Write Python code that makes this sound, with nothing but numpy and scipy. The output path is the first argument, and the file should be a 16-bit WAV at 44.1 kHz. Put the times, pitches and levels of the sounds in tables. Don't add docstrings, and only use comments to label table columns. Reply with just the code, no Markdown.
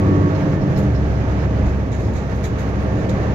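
import sys
import numpy as np
from scipy import signal
from scipy.fft import rfft, irfft, next_fast_len
from scipy.io import wavfile
from scipy.ndimage import uniform_filter1d, map_coordinates

SR = 44100
rng = np.random.default_rng(int(sys.argv[2]) if len(sys.argv) > 2 else 0)


def voltage_ratio(decibels):
    exponent = np.asarray(decibels, float) / 20
    return 10 ** exponent


def store_wav(level_fs):
    pcm = np.round(np.clip(np.atleast_2d(level_fs), -1, 1) * 32767)
    wavfile.write(sys.argv[1], SR, pcm.T.astype(np.int16))


N = 147294
SIDES = np.array([[1], [-1]])


def unit(x):
    return x / np.sqrt(np.mean(x ** 2) + 1e-20)


def along(points, hz):
    point_hz, value = np.transpose(points)
    return np.interp(np.log(hz + 1), np.log(point_hz + 1), value)


def curves(rows):
    s, *columns = np.transpose(rows)
    return [np.interp(np.arange(N) / SR, s, column) for column in columns]


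def wobble(rate):
    knots = rng.standard_normal(400)
    return map_coordinates(knots, [np.arange(N) * rate / SR])


def filtered(x, response):
    size = next_fast_len(N + SR // 2)
    hz = np.fft.rfftfreq(size, 1 / SR)
    return irfft(rfft(x, size) * response(hz), size)[..., :N]


def modes(table):
    def response(hz):
        total = 0
        for k, (centre, width, db) in enumerate(table):
            band = 1j * hz * width
            total = total + (-1) ** k * voltage_ratio(db) * band / (centre * centre - hz * hz + band)
        return total
    return response


def peaks(table, hz):
    return voltage_ratio(sum(db / (1 + (2 * (hz - centre) / width) ** 2) for centre, width, db in table))


# pitch_hz, correlation
ALIKE = [(40, .99), (100, .97), (250, .95), (500, .75), (1200, .5), (2200, .1), (5000, .13), (15000, .1)]
# pitch_hz, left_leads_radians
LEADS = [(100, 0.5), (500, -0.74), (950, -0.96), (1250, -1.5), (2150, -5), (3000, -8.5)]
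# pitch_hz, left_minus_right_db
LEAN = [(60, 1), (200, -1), (700, -0.5), (1400, -6.5), (3300, -5), (6000, -12.5), (9000, 3), (14000, -5)]


def stereo(pair):
    def mid_side(hz):
        angle = np.arccos(np.clip(along(ALIKE, hz), 0, 1)) / 2
        return np.array([np.cos(angle), np.sin(angle)])

    def placing(hz):
        return voltage_ratio(SIDES * along(LEAN, hz) / 2) * np.exp(.5j * SIDES * along(LEADS, hz))

    mid, side = filtered(pair, mid_side)
    return filtered(mid + SIDES * side, placing)


def rush(spectrum, patchy_db, ring=lambda hz: 1):
    z = signal.stft(rng.standard_normal((2, N)), nperseg=512)[2]
    patches = uniform_filter1d(rng.standard_normal(z.shape[1:]), size=6, axis=0)
    patches = unit(uniform_filter1d(patches, size=10, axis=1))
    pair = signal.istft(z * voltage_ratio(patchy_db * patches), nperseg=512)[1][:, :N]
    return unit(stereo(filtered(pair, lambda hz: voltage_ratio(along(spectrum, hz)) * ring(hz))))


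# start_s, firing_hz, load_db, uneven_db (lifts the side orders between gears)
ENGINE = [(0, 96.5, -20, 0), (.1, 96.5, -16.5, -2), (.24, 96.5, -18, -1), (.33, 96, -24, 4),
          (.45, 92, -25, 7), (.6, 88, -25, 8), (.8, 79, -25, 8), (.88, 73, -22, 3), (.97, 68, -21, -1),
          (1.45, 68.2, -22, -1), (1.6, 68.8, -20, -2), (1.9, 68, -24, -1), (2.3, 68, -23.5, -3),
          (2.6, 69, -23.5, -4), (2.85, 70, -24, -2), (3, 70.5, -27, 3), (3.34, 72.5, -23.5, 2)]
# pitch_hz, level_db
CABIN = [(45, -16), (69, 0), (85, -8), (98, 0), (140, -2), (195, -3), (240, -12), (290, 0)]
ORDERS_DB = [-12, -14, -9, 0, -15, -14, -5, -5, -12, -7, -15, -12, -14, -14, -14, -6, -16, -16, -14, -16,
             -16, -12]


def engine():
    firing_hz, load_db, uneven_db = curves(ENGINE)
    cycle_hz = firing_hz * (1 + .002 * wobble(6)) / 6
    phase = 2 * np.pi * np.cumsum(cycle_hz) / SR
    out = np.zeros((2, N))
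    for k, order_db in enumerate(ORDERS_DB, start=3):
        drift_db = 1 if k % 6 else .8
        start, lag = rng.standard_normal(2)
        level_db = order_db + uneven_db * (6 < k < 16) + drift_db * wobble(7)
        level_db = level_db + along(CABIN, firing_hz * k / 6)
        turn = SIDES * 0.013 * k * (lag - 1)
        out += voltage_ratio(level_db) * np.sin(k * phase + 2 * start + turn)
    return np.sqrt(2) * voltage_ratio(load_db) * out * voltage_ratio(-.5 * SIDES)


# start_s, roar_db, hiss_db
ROAD = [(0, -18.5, -35), (.45, -20.5, -34.5), (.88, -20, -36), (.95, -22, -36), (1.6, -21, -34.5),
        (1.8, -23, -37.5), (2.1, -22, -38), (2.45, -24, -36), (2.9, -19.5, -35), (3.34, -18.5, -34)]
# pitch_hz, level_db (per Hz)
ROAR = [(13, -61), (22, -9.5), (64, -7), (100, -3), (193, -11.5), (233, -9.5), (299, -9.5), (441, -9.5),
        (900, -25), (1170, -31), (1980, -120)]
HISS = [(410, -31), (700, 3), (985, -4.5), (1140, -1.5), (1470, -5.5), (1820, -5.5), (3270, -18.5),
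        (6100, -29), (7200, -32), (9360, -61.5), (15800, -120)]
AIR = [(5000, -32), (7200, -24), (8200, -9.5), (9500, -15.5), (12400, -13.5), (13200, -13), (15900, -10),
       (16500, -10.5)]
# pitch_hz, width_hz, level_db
PANELS = [(121, 210, 5), (190.8, 87, 2), (302.6, 20, 6), (376, 9.5, 5.5), (519, 51, 5), (633.5, 66, 7.5),
          (850, 49, 7.5), (917.4, 25, 13.5)]


def road():
    roar_db, hiss_db = curves(ROAD)
    roar_noise = rush(ROAR, patchy_db=.3, ring=lambda hz: peaks(PANELS, hz))
    roar = voltage_ratio(roar_db - 2 + 0.31 * wobble(7.4)) * roar_noise

    shake_db = 0.51 * wobble(8.5) + 0.82 * wobble(36)
    clatter_db = 0.06 * np.sin(np.pi * np.cumsum(curves(ENGINE)[0]) / SR)
    port = [(6490, 1200, 5.5)]
    hiss_noise = rush(HISS, patchy_db=.3, ring=lambda hz: peaks(port, hz))
    hiss = voltage_ratio(hiss_db + 1 + shake_db + clatter_db) * hiss_noise

    air_db = -63 + .6 * (hiss_db - hiss_db.mean()) + 1.3 * shake_db
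    return roar + hiss + voltage_ratio(air_db) * rush(AIR, patchy_db=1.2)


WHINE_HZ = [1108, 1618, 1782, 1576]
# width_hz, left_minus_right_db, left_leads_radians, makeup_db
WHINES = [(16, -7, -2.5, 8), (6, -7, -2.6, 6), (14, -6, 1.2, 3), (12, -6, -2.5, 6)]
# start_s, level_db, level_db, level_db, level_db
GEARS = [(0, -48, -58, -54, -64), (.08, -43, -57, -52, -62), (.28, -43, -54, -52, -56),
         (.36, -54, -54, -58, -53), (.5, -58, -56, -54, -62), (.58, -56, -56, -45, -64),
         (.65, -54, -55, -55, -64), (.9, -60, -54, -56, -64), (1.2, -60, -55, -60, -64),
         (1.5, -60, -56, -56, -64), (2, -62, -57, -62, -64), (2.6, -58, -56, -60, -60),
         (2.85, -55, -55, -55, -59), (3.02, -55, -55, -51, -59), (3.1, -56, -54, -57, -58),
         (3.22, -56, -54, -51, -60), (3.34, -56, -58, -52, -62)]


def gear_whines():
    t, half = np.arange(N) / SR, SIDES / 2
    out = np.zeros((2, N))
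    for hz, mesh_db, (width, lean_db, lead, makeup_db) in zip(WHINE_HZ, curves(GEARS), WHINES):
        level_db = mesh_db + makeup_db + 1.2 * wobble(width) + half * lean_db
        out += voltage_ratio(level_db) * np.sin(2 * np.pi * hz * t + .7 * wobble(width) + half * lead)
    return np.sqrt(2) * out


# start_s, pitch_hz, level_db
TURBO = [(0, 13130, -86), (.4, 13200, -83), (.75, 12950, -83), (1.0, 12550, -87), (1.2, 12250, -81),
         (1.7, 11520, -83), (2.05, 11100, -79), (2.4, 10975, -78), (3.1, 10975, -77), (3.34, 11030, -84)]


def turbo():
    turbo_hz, turbo_db = curves(TURBO)
    spin = 2 * np.pi * np.cumsum(turbo_hz + 18 * wobble(40)) / SR
    flicker_db = 6 * np.array([wobble(30), wobble(30)])
    level_db = turbo_db + flicker_db + 2.5 * SIDES
    return np.sqrt(2) * voltage_ratio(level_db) * np.sin(spin - .6 * SIDES)


# pitch_hz, width_hz, level_db, left_minus_right_db
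HUMS = [(295, 20, -32, -2.5), (194, 12, -27, -1.5), (432, 12, -39, 0), (532, 20, -38, 1),
        (630, 24, -39, -2)]
# start_s, level_db
SHAKE = [(0, 0), (.3, 0), (.45, 3), (.6, 1), (.88, 1), (.97, -5), (1.4, -5), (1.7, -5), (2, -8), (2.6, -8),
         (3, -5), (3.34, -4)]


def hums():
    t, half = np.arange(N) / SR, SIDES / 2
    out = np.zeros((2, N))
    for hz, width, db, lean_db in HUMS:
        level_db = db + 2.3 * wobble(width) + half * lean_db
        out += voltage_ratio(level_db) * np.sin(2 * np.pi * hz * t + 1.38 * wobble(width) - half * hz / 900)
    return np.sqrt(2) * voltage_ratio(curves(SHAKE)[0]) * out


def burst(s, db, length, lean_db):
    rise_s, fade_s = .007, .012
    t = np.arange(N) / SR - s
    fade = np.exp(-np.maximum(t - length / 2, 0) / fade_s * 0.016 / length)
    return voltage_ratio(db + SIDES * lean_db / 2) * np.clip(t / rise_s, 0, 1) * fade


def knocks():
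    per_s = 6000
    hits = rng.random((2, N)) < per_s / SR
    return stereo(unit(hits * rng.standard_normal((2, N))))


# start_s, level_db, length_s, left_minus_right_db
TRIM = [
    (0.344, -43.5, 0.019, -6),
    (0.607, -50.5, 0.036, -2),
    (0.756, -43.5, 0.026, -2),
    (0.94, -44, 0.029, -1),
    (1.145, -52, 0.03, 2),
    (1.393, -55, 0.041, -11),
    (2.025, -54, 0.054, -5),
]
# pitch_hz, width_hz, level_db
TRIM_MODES = [(2800, 900, -5), (4250, 250, 3), (5300, 200, 7)]


def trim_creaks():
    ring = modes(TRIM_MODES)
    grit = sum(burst(*row) for row in TRIM) * knocks()
    creak = filtered(grit, lambda hz: ring(hz) / (1 + (hz / 7000) ** 6))
    return voltage_ratio(9) * creak * voltage_ratio(2 * SIDES)


# start_s, level_db, pitch_hz, length_s
THUMPS = [
    (.59, -17, 132, .14),
    (1.669, -20, 42, .11),
    (2.06, -13, 68, .07),
    (.632, -26, 520, .006),
    (3.203, -26, 560, .006),
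    (2.447, -41, 2330, .022),
    (2.44, -43, 1950, .016),
]


def thumps():
    t = np.arange(N) / SR
    out = np.zeros(N)
    for s, db, hz, length in THUMPS:
        swell = np.exp(-((t - s) / length) ** 2 * 4)
        out += voltage_ratio(db) * swell * np.sin(2 * np.pi * hz * (t - s))
    return out


# start_s, level_db, length_s, brightness_db, left_minus_right_db
FRAME = [(0.751, -64, 0.035, 2.5, 5.5), (0.771, -55, 0.033, 5.5, -3), (0.823, -60, 0.026, -2.5, -5),
         (1.281, -62, 0.018, -4.5, 2), (1.655, -59, 0.04, -10.5, -2), (1.912, -53, 0.051, -10.5, -5),
         (1.992, -59, 0.1, -4, -2), (2.129, -60, 0.028, -1.5, -0.5), (2.152, -54, 0.05, -15, -5),
         (2.345, -63, 0.045, 3.5, -7), (2.433, -45.5, 0.034, -3, -3), (2.581, -55, 0.021, -9.5, -9),
         (2.589, -61, 0.044, 5.5, -6.5), (2.981, -61.5, 0.039, -4.5, -12.5), (3.088, -47, 0.022, -10, -4),
         (3.273, -64.5, 0.019, -5.5, 2)]
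# pitch_hz, width_hz, level_db
FRAME_MODES = [(1940, 550, -0.5), (2307, 355, 11), (2350, 2400, 0), (3800, 690, 4.5), (6650, 450, 3.5),
               (8440, 800, -16), (11000, 3500, -16.5), (14500, 3000, -13.5)]


def frame_rattles():
    ring, grit = modes(FRAME_MODES), knocks()
    dull = sum(burst(s, db, length, lean_db) for s, db, length, bright_db, lean_db in FRAME)
    sharp = sum(burst(s, db + bright_db, length, lean_db) for s, db, length, bright_db, lean_db in FRAME)
    below = lambda hz: 1 / (1 + (hz / 9000) ** 8)
    frame = filtered(dull * grit, lambda hz: ring(hz) * below(hz))
    frame = frame + filtered(sharp * grit, lambda hz: ring(hz) * (1 - below(hz)))
    return voltage_ratio(14.5) * frame * voltage_ratio(2 * SIDES)


# start_s, level_db, left_minus_right_db
TICKS = [
    (.752, -57, 0.5),
    (.778, -44.5, -6.5),
    (0.822, -53, -4.5),
    (2.001, -54.5, -1),
    (2.434, -52, -5.5),
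    (2.447, -53.5, -2),
    (3.094, -49.5, -6.5),
]


def ticks():
    decay_s, bright_hz = .0012, 4000
    t = np.arange(N) / SR
    shape = np.zeros((2, N))
    for s, db, lean_db in TICKS:
        shape += voltage_ratio(db + SIDES * lean_db / 2) * (t > s) * np.exp(-np.abs(t - s) / decay_s)
    return filtered(shape * rng.standard_normal((2, N)), lambda hz: 1j * hz / (bright_hz + 1j * hz))


def scene():
    steady = engine() + road() + gear_whines() + turbo() + hums()
    return steady + trim_creaks() + thumps() + frame_rattles() + ticks()


def roll_off(x):
    return signal.sosfilt(signal.butter(12, 16020, fs=SR, output="sos"), x)


def record(dry):
    mix = filtered(dry, lambda hz: hz < 15830)
    return roll_off(mix)


dry = scene()
out = record(dry)
store_wav(out)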